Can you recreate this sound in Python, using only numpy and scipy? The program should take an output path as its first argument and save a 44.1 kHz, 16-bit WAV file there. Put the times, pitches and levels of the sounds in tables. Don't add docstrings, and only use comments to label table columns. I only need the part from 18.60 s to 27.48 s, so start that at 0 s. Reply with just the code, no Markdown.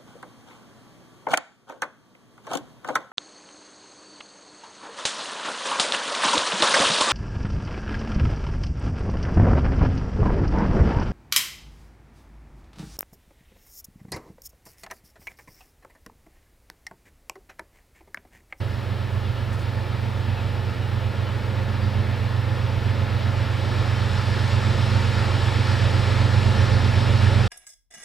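import sys
import numpy as np
from scipy import signal
from scipy.fft import rfft, irfft, next_fast_len
from scipy.io import wavfile
from scipy.ndimage import uniform_filter1d, map_coordinates

SR = 44100
rng = np.random.default_rng(int(sys.argv[2]) if len(sys.argv) > 2 else 0)


def log_audio(samples):
    frames = np.atleast_2d(samples).T
    limited = np.clip(frames, -1, 1)
    pcm = np.round(limited * 32767).astype(np.int16)
    wavfile.write(sys.argv[1], SR, pcm)


N = 391608

EXHAUST_ORDERS = [-26, -17, -45, -24, -12, -17.5, -11, 0, -9, -13.5, 0, -13.5, -41, -16.5, -22.5, -24, -27,
                  -23, -30, -26, -12, -10.5, -3.5, -6.5, -8.5]
# (peak time [s], length [s], boost [dB])
GROWL_SWELLS = [(3.3, .65, 7), (4.45, .8, 3), (6.25, 1.0, 5), (7.9, .65, 4.5), (8.65, .5, 2.5)]
# (frequency [Hz], relative density [dB])
STACK_SPECTRUM = [(15, -18), (26, -5), (60, 2), (105, 7), (150, -2), (215, 0), (300, -3), (420, -3.5),
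                  (540, -3), (720, -9.5), (1100, -19), (2500, -44), (6000, -80)]
FAN_SPECTRUM = [(250, -28), (600, -7.5), (850, -1.5), (1100, -2), (1700, -2.5), (2100, -4.5), (3000, -7.5),
                (4200, -13.5), (5400, -23), (6200, -32), (9000, -50)]
RAIL_SPECTRUM = [(800, -25), (2200, -4.5), (3600, 1.5), (4600, -1), (5500, -3), (6100, -12), (6800, -13),
                 (7600, -11.5), (8200, -15), (9000, -16.5), (10000, -22), (12000, -30.5), (15000, -45)]
# (centre [Hz], width [Hz], gain [dB])
BODY_RESONANCES = [(532, 23, 2.5), (777, 17, -2), (873, 45, 4.5), (1075, 14, 3), (1130, 34, -3.5),
                   (1360, 120, 3.5), (1528, 38, -4.5), (1753, 84, 3.5)]
# (frequency [Hz], relative level [dB])
BLOWER_HUMS = [(264, -14.5), (273, -15.5), (357, -14), (369, -13.5), (857, -19), (907, -16.5),
               (1102, -15.5)]
# (time [s], level [dB], time to fall 60 dB [s])
VALVE_SPITS = [(.926, -51.5, .2), (.988, -54, .26)]
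# (frequency [Hz], relative density [dB])
VALVE_SPECTRUM = [(2500, -25), (5000, 0), (8000, 0), (11000, -7), (15000, -14)]
# (time [s], start pitch [Hz], end pitch [Hz], level [dB])
BIRD_CHIRPS = [(.625, 3550, 3300, -47), (.625, 3000, 2520, -45), (.745, 2590, 3100, -45),
               (1.665, 2800, 2480, -44.5), (1.755, 2780, 2400, -43.5), (2.2, 3030, 2750, -46),
               (2.65, 3000, 3020, -44), (3.2, 4640, 4610, -47)]
BIRD_WHISTLE = (1.12, 2440, 2350, -51)
# (frequency [Hz], relative density [dB])
HISS_SPECTRUM = [(100, 9), (4000, 4.5), (7500, -3.5), (10000, 3), (13000, 1.5), (16000, 0)]
# (frequency [Hz], level [dB])
FAINT_WHINES = [(7867, -80), (15734, -88)]
# (frequency [Hz], correlation [0-1])
STEREO_LIKENESS = [(60, 1), (140, 0.95), (250, 0.69), (500, 0.79), (1000, 0.87), (2000, 0.93), (4000, 0.94),
                   (8000, 1)]
# (frequency [Hz], left minus right [dB])
LEFT_BALANCE = [(30, -7.2), (95, -6.5), (140, -6.2), (220, -1), (300, -1), (1000, 1.7), (2000, -0.5),
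                (4000, 0)]
# (frequency [Hz], lead of the left side [rad])
LEFT_LEAD = [(40, -0.12), (100, -0.38), (300, -0.67), (700, -0.62), (1300, -0.28), (2400, 0.25),
             (3500, 0.16), (7000, 0.046)]
# (start level [dB], growth with nearness [dB/dB], gain in the clear [dB])
FAN_RISE, RAIL_RISE = (-40.5, 1.12, 1.5), (-51.3, 1.12, 6.2)

START_M, SPEED_M_PER_S = 186, 14
CYCLE_HZ = 7.7728
FIRING_DB, THROB_DB, GROWL_DB = -28.6, -28.9, -43.5
FIRING_SHARE = .3
TREBLE_HOLD_DB = 6.3
CLEAR_S, CLEAR_SPREAD_S = 5.08, .24
CHIRP_S, WHISTLE_S = .066, .46
BAND_LIMIT_HZ = 15760


def exhaust(angle, scatter_db, fade_db):
    swell_db = growl_swell_db()
    ranges_db = FIRING_DB + FIRING_SHARE * swell_db, THROB_DB, GROWL_DB + swell_db
    firing, throb, growl = (amp(db + fade_db * wobble(2.5)) for db in ranges_db)
    drone = np.zeros(N)
    for order, db in enumerate(EXHAUST_ORDERS, start=5):
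        gain = firing if order < 14 else throb if order < 24 else growl
        phase = order * angle - 1.165 * (order - 12) ** 2
        stray = amp(scatter_db) * amp(db) ** .4
        scattered = stray * (wobble(6) * np.cos(phase) + wobble(6) * np.sin(phase))
        drone += gain * (amp(db) * np.cos(phase) + scattered)
    return amp(nearness_db()) * drone


def engine_angle(hunt_rad):
    return 2 * np.pi * CYCLE_HZ * (clock() - .034) + hunt_rad * wobble(2.5)


def exhaust_puffs(angle, uneven_db):
    cycle = .14 * np.cos(angle - .3)
    puffs = .16 * np.cos(3 * (angle - 1.5))
    return (1 + cycle + puffs) * amp(uneven_db * wobble(23))


def growl_swell_db():
    return sum(db * np.cos(np.pi * np.clip((clock() - peak_s) / length, -.5, .5)) ** 2
               for peak_s, length, db in GROWL_SWELLS)


def roar(angle, stack_db, stack_growth, chug_depth):
    stack_gain = amp(stack_db + stack_growth * nearness_db() + .42 * wobble(12))
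    stack = stack_gain * rush(STACK_SPECTRUM, patchy_db=.5)
    fans = amp(treble_db(*FAN_RISE) + .27 * wobble(14)) * rush(FAN_SPECTRUM, patchy_db=.71)
    rails = amp(treble_db(*RAIL_RISE) + .27 * wobble(9.1)) * rush(RAIL_SPECTRUM, patchy_db=.96)
    return (stack + fans + rails) * (1 + chug_depth * np.cos(angle))


def rush(spectrum, patchy_db):
    bins = signal.stft(rng.standard_normal((2, N)), nperseg=512)[2]
    patches = uniform_filter1d(rng.standard_normal(bins.shape[1:]), size=7, axis=0)
    patches = uniform_filter1d(patches, size=16, axis=1)
    pair = signal.istft(bins * amp(patchy_db * unit(patches)), nperseg=512)[1][:, :N]

    def response(hz):
        colour = amp(along(spectrum, hz) + body_db(hz))
        spread = np.arccos(np.clip(along(STEREO_LIKENESS, hz), -1, 1)) / 2
        return colour * [np.cos(spread), np.sin(spread)]
    mid, side = filtered(pair, response)
    return unit(np.array([mid + side, mid - side]))


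def body_db(hz):
    return sum(db * np.exp(-.5 * ((hz - centre) / width) ** 2) for centre, width, db in BODY_RESONANCES)


def blowers(trim_db, drift_hz, flutter_db):
    hums = sum(amp(db + flutter_db * wobble(5)) * tone(hz + drift_hz * wobble(9))
               for hz, db in BLOWER_HUMS)
    return amp(treble_db(*FAN_RISE) + trim_db) * hums


def nearness_db():
    distance_m = np.maximum(START_M - SPEED_M_PER_S * clock(), 10)
    return 20 * np.log10(START_M / distance_m)


def treble_db(start_db, growth, clear_db):
    in_the_clear = 1 / (1 + np.exp((CLEAR_S - clock()) / CLEAR_SPREAD_S))
    return start_db + growth * np.minimum(nearness_db(), TREBLE_HOLD_DB) + clear_db * in_the_clear


def air_valve():
    envelope = np.zeros(N)
    for start_s, db, t60 in VALVE_SPITS:
        age = np.maximum(clock() - start_s, 0)
        envelope += amp(db - 60 * age / t60) * (1 - np.exp(-age / .002))
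    return envelope * coloured_noise(VALVE_SPECTRUM)


def birds(waver):
    song = np.zeros(N)
    unsteady = 1 + waver * wobble(50)
    notes = [(CHIRP_S, *chirp) for chirp in BIRD_CHIRPS] + [(WHISTLE_S, *BIRD_WHISTLE)]
    for length, start_s, start_hz, end_hz, db in notes:
        progress = np.clip((clock() - start_s) / length, 0, 1)
        hz = (start_hz + (end_hz - start_hz) * progress) * unsteady
        song += amp(db) * np.sin(np.pi * progress) * tone(hz)
    return song


def background(hiss_db):
    whines = sum(amp(db) * np.sqrt(2) * np.sin(2 * np.pi * hz * clock()) for hz, db in FAINT_WHINES)
    return amp(hiss_db) * coloured_noise(HISS_SPECTRUM) + whines


def microphone_ports(x):
    sides = np.array([[.5], [-.5]])

    def response(hz):
        pair = amp(sides * along(LEFT_BALANCE, hz)) * np.exp(1j * sides * along(LEFT_LEAD, hz))
        return pair / np.abs(pair.mean(axis=0))
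    return filtered(x, response)


def amp(db):
    return 10 ** (np.asarray(db) / 20)


def unit(x):
    return x / np.sqrt(np.mean(x ** 2) + 1e-20)


def along(points, hz):
    frequencies, values = np.transpose(points)
    return np.interp(np.log(hz + 1), np.log(frequencies + 1), values)


def clock():
    return np.arange(N) / SR


def tone(hz):
    return np.sin(2 * np.pi * np.cumsum(hz) / SR)


def wobble(rate):
    coarse = clock()[::SR // 500]
    knots = rng.standard_normal(512)
    return np.interp(clock(), coarse, map_coordinates(knots, [coarse * rate], mode="wrap"))


def filtered(x, response):
    size = next_fast_len(N + SR // 2)
    return irfft(rfft(x, size) * response(np.fft.rfftfreq(size, 1 / SR)), size)[..., :N]


def coloured_noise(spectrum):
    return unit(filtered(rng.standard_normal(N), lambda hz: amp(along(spectrum, hz))))


def scene():
    angle = engine_angle(hunt_rad=.0072)
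    drone = exhaust(angle, scatter_db=-22, fade_db=.3) * exhaust_puffs(angle, uneven_db=.9)
    noise = roar(angle, stack_db=-36.2, stack_growth=.86, chug_depth=.025)
    hums = blowers(trim_db=-1.3, drift_hz=2.485, flutter_db=2)
    train = microphone_ports(drone + noise + hums)
    return train + air_valve() + birds(waver=.01) + background(hiss_db=-58.5)


def record(dry):
    fade = np.minimum(clock() / .004, 1)
    return filtered(dry * fade * fade[::-1], lambda hz: hz < BAND_LIMIT_HZ)


dry = scene()
out = record(dry)
log_audio(out)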